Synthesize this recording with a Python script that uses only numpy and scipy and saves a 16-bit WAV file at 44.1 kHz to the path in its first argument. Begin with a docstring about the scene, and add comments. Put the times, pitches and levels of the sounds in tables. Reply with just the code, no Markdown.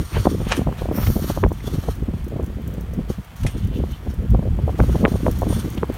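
"""Wind rumbles and knocks on the microphone as gusts blow through a tunnel of woven plastic tarp.
Each knock is a bunch of eddies (swirls of air) passing by. The loose sheet hisses, sizzles and
squeaks as it slides over the steel hoops; its creases crinkle, and now and then a fold whips taut.
A loose joint in the frame clacks, the tunnel adds a short echo, and trees rustle outside."""
import sys
import numpy as np
from scipy import signal
from scipy.fft import rfft, irfft
from scipy.io import wavfile
from scipy.ndimage import uniform_filter1d, minimum_filter1d, map_coordinates

SR = 44100
rng = np.random.default_rng(int(sys.argv[2]) if len(sys.argv) > 2 else 0)


def log_audio(samples):
    """Write samples as a 16-bit WAV file to the path given in sys.argv[1]."""
    # one column per channel
    frames = np.atleast_2d(samples).T
    # limit to full scale, then quantise
    limited = np.clip(frames, -1, 1)
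    pcm = np.round(limited * 32767).astype(np.int16)
    wavfile.write(sys.argv[1], SR, pcm)


N = 263277
T = np.arange(N) / SR

# strength of the wind at the microphone: t/s, level/dB
WIND_STRENGTH = [(0, -20), (.09, -37), (.2, -24.5), (.6, -23.5), (.77, -35), (1.0, -19.5), (1.5, -29),
                 (1.61, -29), (2.1, -26.5), (3.0, -24), (3.25, -44), (3.36, -35), (3.56, -31), (3.75, -19),
                 (4.0, -30.5), (4.3, -23), (5.5, -21), (5.75, -29)]
# large eddies rolling over the microphone: t/s, level/dB
SURGES = [(.178, -8.5), (.42, -23), (.675, -15), (.83, -17.5), (1.085, -11.5), (1.16, -33), (1.455, -7.5),
          (2.98, -19.5), (3.45, -11), (3.65, -20.5), (4.09, -19), (4.19, -13.5), (4.32, -7.5), (4.51, -9.5),
          (4.645, -12.5), (4.815, -8), (4.91, -9.5), (5.29, -14), (5.42, -14), (5.52, -12.5)]
def wind(breeze_db=-27, churn_growth=1.23):
    """Stronger wind rumbles more and churns faster-growing noise; surges and wakes swell on top."""
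    flow = level_curve(WIND_STRENGTH)
    surges = swells(SURGES, rise_s=0.022, fall_s=0.033)
    # a wake is the stirred air that trails each buffet
    wake_peaks = [(start, min(thump - 5.5, -19.5)) for start, _, thump, _ in BUFFETS]
    wakes = swells(wake_peaks, rise_s=0.008, fall_s=0.02)
    large = np.sqrt(flow ** 2 + wakes ** 2 + surges ** 2)
    small = undb(-38.5) * (flow / undb(breeze_db)) ** churn_growth
    return rumble(large) + churn(np.hypot(small, wakes * undb(-10)))


# tone of the rumble: f/Hz, level/dB
RUMBLE_TONE = [(18, -25), (30, -16), (42, -6.5), (58, -1.5), (90, -6), (130, -11), (220, -19), (400, -69)]
def rumble(gain, flutter_db=2):
    """The largest eddies overlap into a low rolling pressure."""
    roll = colour(rng.standard_normal(N), RUMBLE_TONE)
    steady = roll / np.sqrt(uniform_filter1d(roll ** 2, size=4000) + 0.0043)
    return steady * gain * undb(-2 + flutter_db * wander(21.914))


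def churn(gain, low_hz=170, high_hz=520, puff_db=5):
    """Smaller eddies tumble past in puffs, weaker the smaller they are."""
    out = np.zeros(N)
    for when, scale, phase, chance in rng.random((1200, 4)):
        hz = low_hz * (high_hz / low_hz) ** scale
        strength = (low_hz / hz) ** .6 * (chance + .04) ** -.35
        add_eddy(out, when * N / SR, hz, strength, phase)
    steady = unit(out / np.sqrt(uniform_filter1d(unit(out) ** 2, size=4400) + .15))
    return steady * undb(puff_db * wander(24)) * gain


# buffets, sudden blows of air: t/s, knock/dB, low thump/dB, sharp edge relative to the knock/dB
BUFFETS = [(0.004, -25, -15, -26), (0.167, -4, -15, -28), (0.254, -2, -17, -18), (0.269, 5, -11, -28),
           (0.402, -15, -16.5, -23), (0.416, -14.5, -26, -26), (0.468, -16, -14, -25),
           (0.592, -12, -11.5, -34), (0.615, -11, -13, -44), (0.671, -3.5, -7, -33), (0.687, -10, -15, -38),
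           (0.724, -18.5, -24, -11), (0.818, -8, -31, -40), (0.856, -7.5, -28, -56),
           (0.887, -10.5, -18.5, -33), (0.912, -7.5, -14.5, -35), (0.984, -13.5, -14.5, -20),
           (1.1, -16, -15, -19), (1.163, -5.5, -9.5, -54), (1.244, -24, -14.5, -26), (1.3, -6, -21, -23),
           (1.373, -8.5, -19, -22), (1.436, -1.5, -9.5, -9.5), (1.446, -6.5, -15, -14),
           (1.461, -4.5, -24, -42.5), (1.516, -10.5, -16, -24), (1.675, -12.5, -16.5, -55),
           (1.738, -28, -15.5, -20), (1.783, -24, -10.5, -38), (1.837, -22, -20, -20),
           (1.885, -6, -13.5, -34), (2.025, -21, -13.5, -45), (2.084, -22.5, -10.5, -26),
           (2.136, -24, -20, -22), (2.337, -20, -16.5, -53), (2.362, -12, -17.5, -58),
           (2.396, -7.5, -21.5, -45), (2.432, -25, -15, -26), (2.781, -22.5, -17.5, -31),
           (2.988, -18.5, -13, -51), (3.101, -15.5, -12, -21), (3.185, -28, -17, -36),
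           (3.448, -9.5, -11.5, -43), (3.549, -17, -15, -46), (3.799, -19, -19, -34),
           (3.837, -13, -19, -33), (4.071, -17, -17, -39), (4.346, -4, -9.5, -34), (4.392, -15, -9.5, -31),
           (4.425, -15, -26, -34), (4.588, -13, -20, -38), (4.678, -4, -21, -49), (4.692, -6.5, -36, -43),
           (4.8, 1, -13, -13), (4.836, -14, -16, -18), (4.894, -9.5, -15, -46), (4.952, -3.5, -11, -34),
           (5.009, -23, -17, -17), (5.042, -15, -5, -31), (5.05, 0.5, -31, -5), (5.055, -1, -28, -8.5),
           (5.078, -10.5, -13, -28), (5.119, -17, -17, -28), (5.14, -15, -13.5, -31), (5.155, -8, -15, -51),
           (5.263, -3, -15, -14), (5.28, -4, -24, -28), (5.419, -3, -38, -32), (5.43, -7.5, -21, -25),
           (5.467, -11, -12.5, -37), (5.504, -16, -7.5, -29), (5.526, -7.5, -31, -38),
           (5.562, -20, -16, -20), (5.648, -23, -16, -32), (5.777, -22, -15.5, -37), (5.83, -4, -10, -15.5),
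           (5.899, -9, -12.5, -68)]
def buffets(scatter_s=0.0019, lag_s=0.004, swarm_s=.012, hollow_hz=1050, port_hz=3600):
    """In each buffet small eddies strike together, large ones trail and weaker ones swarm around."""
    out = np.zeros(N)
    pitches = np.geomspace(150, 2700, 8)
    for start, knock, thump, edge in BUFFETS:
        dulling = min(edge, 0)
        levels = [thump - 5, knock - 6, knock - 6.06 + dulling / 4, knock + edge, knock + 2 * dulling - 1]
        strengths = undb(np.interp(np.log(pitches), np.log([220, 450, 780, 1500, 2700]), levels))
        chances = rng.uniform(-0.997, 1, (len(pitches), 3, 2))
        for hz, strength, chance in zip(pitches, strengths, chances):
            (offset, phase), *swarm = chance
            arrival = start + 0.002167 + lag_s * pitches[0] / hz * offset ** 2
            add_eddy(out, arrival + scatter_s * offset * (500 / hz) ** .5, hz, strength, phase)
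            if 200 < hz < 1000:
                for when, phase in swarm:
                    swarm_hz = hz * (1 + phase / 8)
                    add_eddy(out, arrival + swarm_s * when, swarm_hz, strength * undb(-9), phase)
    # the blows ring a hollow near the microphone
    out += undb(-8) * resonate(out, hollow_hz, width_hz=163)
    # eddies smaller than the microphone's opening (its port) average out across it
    return lowpass(out, port_hz, order=4)


def add_eddy(out, when, hz, strength, phase):
    """One eddy passes: a single swing of pressure, shorter for a smaller eddy."""
    i = np.arange(max(int((when - 2 / hz) * SR), 0), min(int((when + 2 / hz) * SR), N))
    cycles = (i / SR - when) * hz
    out[i] += strength * np.exp(-(cycles / .68) ** 2) * np.cos(2 * np.pi * (cycles + phase))


# tones of the rubbing threads and of the rustling sheet: f/Hz, level/dB
HISS_TONE = [(1200, 12), (2500, -2), (3500, 1.5), (4400, 0), (4950, -6), (5600, 3), (6800, 0.5),
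             (7700, -9.5), (9200, -1.5), (10400, -6.5), (12000, -1), (14500, -3.5), (16000, -16)]
RUSTLE_TONE = [(300, -2), (700, 5.5), (1200, 1), (2000, -1), (3200, -6), (4500, -14.5), (8000, -17),
               (15000, -15)]
# narrow bands in which the slack weave sings: f/Hz, width/Hz, boost/dB
SLACK_WEAVE = [(3030, 50, 6), (3200, 50, 7), (3460, 100, 4), (4140, 70, 5), (4500, 110, 6), (4740, 40, 6),
               (5430, 120, 2), (6850, 100, 4), (7920, 80, 6), (8520, 120, 5), (11400, 90, 4)]
def sliding(judder_db=2.52, firm_pull_db=-45, zip_flutter_db=3):
    """Threads catch and slip on the hoops; the sheet rustles, and a firm pull makes its weave zip."""
    hiss_gain, rustle_gain, zip_gain = friction()
    judder = undb(judder_db * wander(55))
    hiss = singing(grains(12000, 1.0), HISS_TONE, SLACK_WEAVE, wander_db=2.2) * hiss_gain * undb(3)
    rustle = colour(grains(9000, 1.0), RUSTLE_TONE, SLACK_WEAVE) * rustle_gain * undb(3)
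    zipping = colour(rng.standard_normal(N), [(8000, -26), (8950, -5), (10000, -12)], [(8920, 290, 15)])
    grip = np.minimum(zip_gain / undb(firm_pull_db), 1) ** .5
    zipping *= zip_gain * grip * undb(-3 + zip_flutter_db * wander(16))
    return judder * (hiss + zipping) + rustle


# slides of the sheet over the hoops: t/s, length/s, hiss/dB, zip/dB
SLIDES = [(0, 0.26, -47.5, -49), (0.116, 0.19, -43.5, -48.5), (0.34, 0.27, -47, -50.5),
          (0.772, 0.052, -49, -50), (0.995, .12, -43, -54), (1.08, 0.14, -46, -63), (1.203, .16, -41, -63),
          (1.621, 0.29, -47, -65), (3.079, 0.02, -45, -60), (3.352, .06, -50, -63),
          (3.468, 0.055, -55.5, -48.5), (3.554, 0.073, -56, -68), (3.733, 0.034, -52, -66),
          (3.895, 0.024, -51, -59), (4.774, 0.22, -49, -52.5), (5.067, 0.22, -48.5, -52),
          (5.3, 0.19, -50, -56), (5.475, 0.12, -43.5, -45), (5.633, 0.11, -50, -63)]
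# stirring of the whole sheet: t/s, rustle/dB
SHEET_STIR = [(0, -54.5), (.6, -51), (.78, -46), (1.3, -59), (1.55, -52), (1.8, -51), (2.1, -52.5),
              (4.6, -52), (4.9, -46), (5.2, -49.5), (5.65, -48), (5.85, -50), (5.97, -44)]
def friction(drift_db=6, catch_db=1):
    """Gains of hiss, rustle and zip: the sheet creeps in small catches, and slides lift all three."""
    creep = undb(drift_db * wander(9) + catch_db * wander(28))
    hiss, zipping = creep * undb(-66.5), creep * undb(-66)
    for start, length, hiss_db, zip_db in SLIDES:
        speed = pull(start, length, attack_s=0.016, release_s=0.043)
        hiss = np.maximum(hiss, speed * undb(hiss_db))
        zipping = np.maximum(zipping, speed * undb(zip_db))
    rustle = np.hypot(level_curve(SHEET_STIR), hiss * undb(-14.5))
    return hiss, rustle, zipping


# folds whipping taut: peak t/s, level/dB, rise/s, fall/s, treble cut-off f/Hz
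WHIPS = [(0.164, -28.5, 0.023, 0.019, 2720), (0.514, -29, 0.035, 0.047, 3430),
         (0.523, -16.5, 0.0057, 0.005, 6600), (0.567, -30, .003, 0.014, 12800),
         (0.794, -35.5, 0.0099, 0.0086, 3960), (.987, -35, 0.045, 0.046, 2170),
         (1.033, -32, 0.01, 0.0064, 3500), (1.071, -25, 0.0019, 0.0048, 5900),
         (3.435, -36, 0.0022, 0.009, 12000), (3.465, -28.5, 0.00061, 0.013, 11100),
         (4.785, -50, 0.0041, .02, 5000), (5.778, -32, 0.0033, 0.0046, 3950)]
# tone of the swish: f/Hz, level/dB
WHIP_TONE = [(200, -11), (500, 1), (1000, 0), (2000, -3), (3300, -1), (4700, -8.5), (6000, -6), (8000, -9),
             (15000, -8)]
def whips():
    """A slack fold swishes faster and faster until it pulls taut."""
    out = np.zeros(N)
    cloth = colour(grains(9000, 0.47), WHIP_TONE)
    for peak, db, rise, fall, cutoff_hz in WHIPS:
        slope = np.minimum((T - peak) / rise, (peak - T) / fall)
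        swell = np.exp(np.maximum(slope, -30))
        out += undb(db) * swell * unit(lowpass(cloth, cutoff_hz, order=3))
    return out


# fast, tight slips: t/s, length/s, level/dB, singing pitch f/Hz
SLIPS = [(0.91, 0.25, -39.5, 14600), (1.162, 0.11, -41, 11700)]
# tone of the sizzle: f/Hz, level/dB
SIZZLE_TONE = [(2500, -29), (4300, -2), (4900, -9), (5500, -1), (7700, -9), (9800, 0.5), (10600, -2),
               (12000, 1), (13600, 1), (15000, 0), (15800, -10)]
# narrow bands in which the tight weave sings: f/Hz, width/Hz, boost/dB
TIGHT_WEAVE = [(4250, 400, 4), (5500, 500, 4), (12000, 80, 5), (12515, 50, 6), (13300, 70, 6),
               (13880, 50, 7)]
def slips(flutter_db=1):
    """Pulled tight and fast, the weave sizzles much higher and sings at a pitch set by its speed."""
    out = np.zeros(N)
    for start, length, db, hz in SLIPS:
        peaks = TIGHT_WEAVE + [(hz, 60, 8), (hz, 900, 3)]  # a thin note inside a wider, softer band
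        sizzle = singing(grains(15000, 1.5), SIZZLE_TONE, peaks, wander_db=5.5)
        out += sizzle * pull(start, length, attack_s=0.059, release_s=0.083) * undb(db)
    return out * undb(flutter_db * wander(39.3))


# the loudest snapping creases: t/s, level before the trim/dB
CREASES = [(1.952, -31), (2.2424, -32), (2.4274, -35), (2.4614, -33), (2.675, -27), (2.7377, -30.5),
           (2.8085, -29.5), (2.9357, -27.5), (3.3628, -31), (3.672, -32), (3.9164, -31), (4.1405, -30),
           (4.3031, -38), (5.312, -19), (5.3872, -22), (5.4114, -26), (5.7014, -26), (5.747, -29),
           (5.939, -27.5)]
# tone of a snap: f/Hz, level/dB
CRINKLE_TONE = [(1500, 0), (3500, -23), (6000, 19), (7700, 11.5), (9000, 13.5), (12000, 15.5), (15000, 20)]
def crinkles(trim_db=-12, rise_s=0.00058, fall_s=0.0042, shiver_s=0.0056):
    """Creases give way softly and shiver briefly; fainter ones snap at random."""
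    bursts = np.zeros(N)
    faint = [(when * N / SR, -38 + 6.5 * (2 * size - 1)) for when, size in rng.random((70, 2))]
    for start, db in CREASES + faint:
        i = int(start * SR)
        age = T[:min(N - i, 8192)]
        onset = 1 - np.exp(-age / rise_s)
        decay = np.exp(-age / fall_s) + undb(-12) * np.exp(-age / shiver_s)
        bursts[i:i + len(age)] += undb(db + trim_db) * onset * decay
    return colour(rng.standard_normal(N), CRINKLE_TONE) * bursts


# clacks of the frame: t/s, level/dB
CLACKS = [(1.066, -28), (1.603, -38.5), (3.465, -25)]
# notes a hoop joint rings with: f/Hz, level/dB, time to fade by 60 dB/s
JOINT_NOTES = [(1750, -2, 0.036), (2070, 7, 0.023), (2484, -1.5, 0.029), (2680, -16, 0.01), (3330, -28, .2),
               (3700, -24, 0.16), (5500, -19, 0.17), (6180, -9, 0.037), (8400, -27, 0.33),
               (9250, -16, 0.08), (9300, -25, 0.036), (9700, -22, .07)]
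def frame_clacks(contact_s=0.0015):
    """A loose joint shifts and the steel rings."""
    age = T[:16384]
    onset = 1 - np.exp(-age / contact_s)
    out = np.zeros(N + len(age))
    for start, db in CLACKS:
        ring = sum(undb(level - 60 * age / fade_s) * np.sin(2 * np.pi * (hz * age + rng.random()))
                   for hz, level, fade_s in JOINT_NOTES)
        i = int(start * SR)
        out[i:i + len(age)] += undb(db) * ring * onset
    return out[:N]


# dry squeaks: t/s, level/dB
SQUEAKS = [(3.49, -49), (3.55, -49.5), (3.64, -46.5), (3.76, -44), (3.935, -48.5)]
# narrow bands that ring in a squeak: f/Hz, width/Hz, boost/dB
SQUEAK_BANDS = [(2770, 60, 5), (2970, 70, 9), (3080, 50, 7), (3450, 70, 12), (3620, 60, 5)]
def squeaks():
    """Dragged over one hoop, the sheet sticks and slips, ringing a few narrow bands."""
    tone = [(2000, -21), (2800, -3), (3600, -6), (4200, -9), (5200, -27)]
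    rubbing = singing(grains(1900, 1.4), tone, SQUEAK_BANDS, wander_db=2.5)
    return rubbing * swells(SQUEAKS, rise_s=0.032, fall_s=.035)


def tunnel_echo(sound, db=-11, fade_s=0.19):
    """The curved roof and stacked boards throw back a short, blurred echo."""
    age = T[:16384]
    echo = rng.standard_normal(len(age)) * undb(-60 * age / fade_s) * (age > .004)
    return sound + undb(db) * signal.fftconvolve(sound, echo / np.linalg.norm(echo))[:N]


# tone of the trees outside: f/Hz, level/dB
TREE_TONE = [(59, -42), (100, 20), (152, 6), (304, -23), (1160, -3.5), (3050, -18.5), (7510, -29.5),
             (8700, -66), (10500, -70), (15000, -46)]
def trees(db=-46):
    """Trees rustle outside: a soft, low noise that gently swells and fades."""
    return colour(rng.standard_normal(N), TREE_TONE) * undb(db + wander(1.94))


def undb(db):
    """Turn decibels into a gain, a number to multiply a sound by."""
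    return 10 ** (np.asarray(db) / 20)


def unit(x):
    """Scale to an average power of 1."""
    return x / np.sqrt(np.mean(x ** 2) + 1e-18)


def level_curve(points):
    """Join (t/s, level/dB) points into a gain for every sample."""
    times, db = np.transpose(points)
    return undb(np.interp(T, times, db))


def swells(events, rise_s, fall_s):
    """Gain of overlapping swells (t/s, level/dB), each growing to its peak and dying away."""
    power = np.zeros(N)
    for peak, db in events:
        near = slice(max(int((peak - 8 * rise_s) * SR), 0), int((peak + 8 * fall_s) * SR))
        age = T[near] - peak
        power[near] += undb(db) ** 2 * np.exp(2 * np.minimum(age / rise_s, -age / fall_s))
    return np.sqrt(power)


def pull(start, length, attack_s, release_s):
    """One pull on the sheet: it gets going, holds, and dies away."""
    onset = np.clip((T - start) / attack_s, 0, 1)
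    return onset * np.exp(-np.clip((T - start - length) / release_s, 0, 20))


def wander(rate):
    """A smooth random curve, mostly within -1 to 1, with `rate` new values a second."""
    return map_coordinates(rng.standard_normal(4096), [T * rate], order=2, mode="wrap")


def grains(rate, spread_db):
    """Tiny clicks of unequal size, about `rate` a second."""
    clicks = (rng.random(N) < rate / SR) * rng.standard_normal(N)
    return unit(clicks * undb(spread_db * np.minimum(rng.exponential(size=N), 5)))


def lowpass(x, hz, order):
    """Soften everything above a frequency."""
    return signal.sosfilt(signal.butter(order, hz, fs=SR, output="sos"), x)


def resonate(x, hz, width_hz):
    """Keep one narrow, ringing band."""
    return signal.lfilter(*signal.iirpeak(hz, hz / width_hz, fs=SR), x)


def colour(x, tone, peaks=()):
    """Shape a sound by a tone curve (f/Hz, level/dB) and narrow peaks (f/Hz, width/Hz, boost/dB)."""
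    f = np.arange(N // 2 + 1) * SR / N
    hz, db = np.transpose(tone)
    shape = np.interp(np.log(f + 1), np.log(hz), db)
    shape -= 40 * np.maximum(np.log((f + 1) / hz[-1]), 0)  # fade beyond both ends of the curve
    shape -= 20 * np.maximum(np.log(hz[0] / (f + 1)), 0)
    for centre, width, boost in peaks:
        shape += boost / (1 + (2 * (f - centre) / width) ** 2)
    return unit(irfft(rfft(x) * undb(shape), N))


def singing(x, tone, peaks, wander_db):
    """Rubbing noise whose narrow ringing bands swell and fade, each on its own."""
    base = colour(x, tone)
    out = base.copy()
    for hz, width, boost in peaks:
        out += resonate(base, hz, width) * (undb(boost + wander_db * wander(5.38)) - 1)
    return unit(out)


def scene():
    """Wind on the microphone, the tarp and its frame overhead, trees beyond."""
    outside = trees()
    overhead = tunnel_echo(sliding() + slips() + squeaks() + whips() + crinkles() + frame_clacks())
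    return (wind() + buffets() + overhead + outside)[None]


def record(dry, ceiling=.99, top_hz=15900):
    """The microphone loses the deepest bass, a limiter turns down the hardest blows, the top is cut."""
    x = signal.sosfilt(signal.butter(2, 22, "high", fs=SR, output="sos"), dry)
    needed_gain = ceiling / np.maximum(np.abs(x), ceiling)
    smooth_gain = uniform_filter1d(minimum_filter1d(needed_gain, size=161), size=161)
    return signal.sosfilt(signal.ellip(10, .2, 80, top_hz, fs=SR, output="sos"), x * smooth_gain)


dry = scene()
out = record(dry)
log_audio(out)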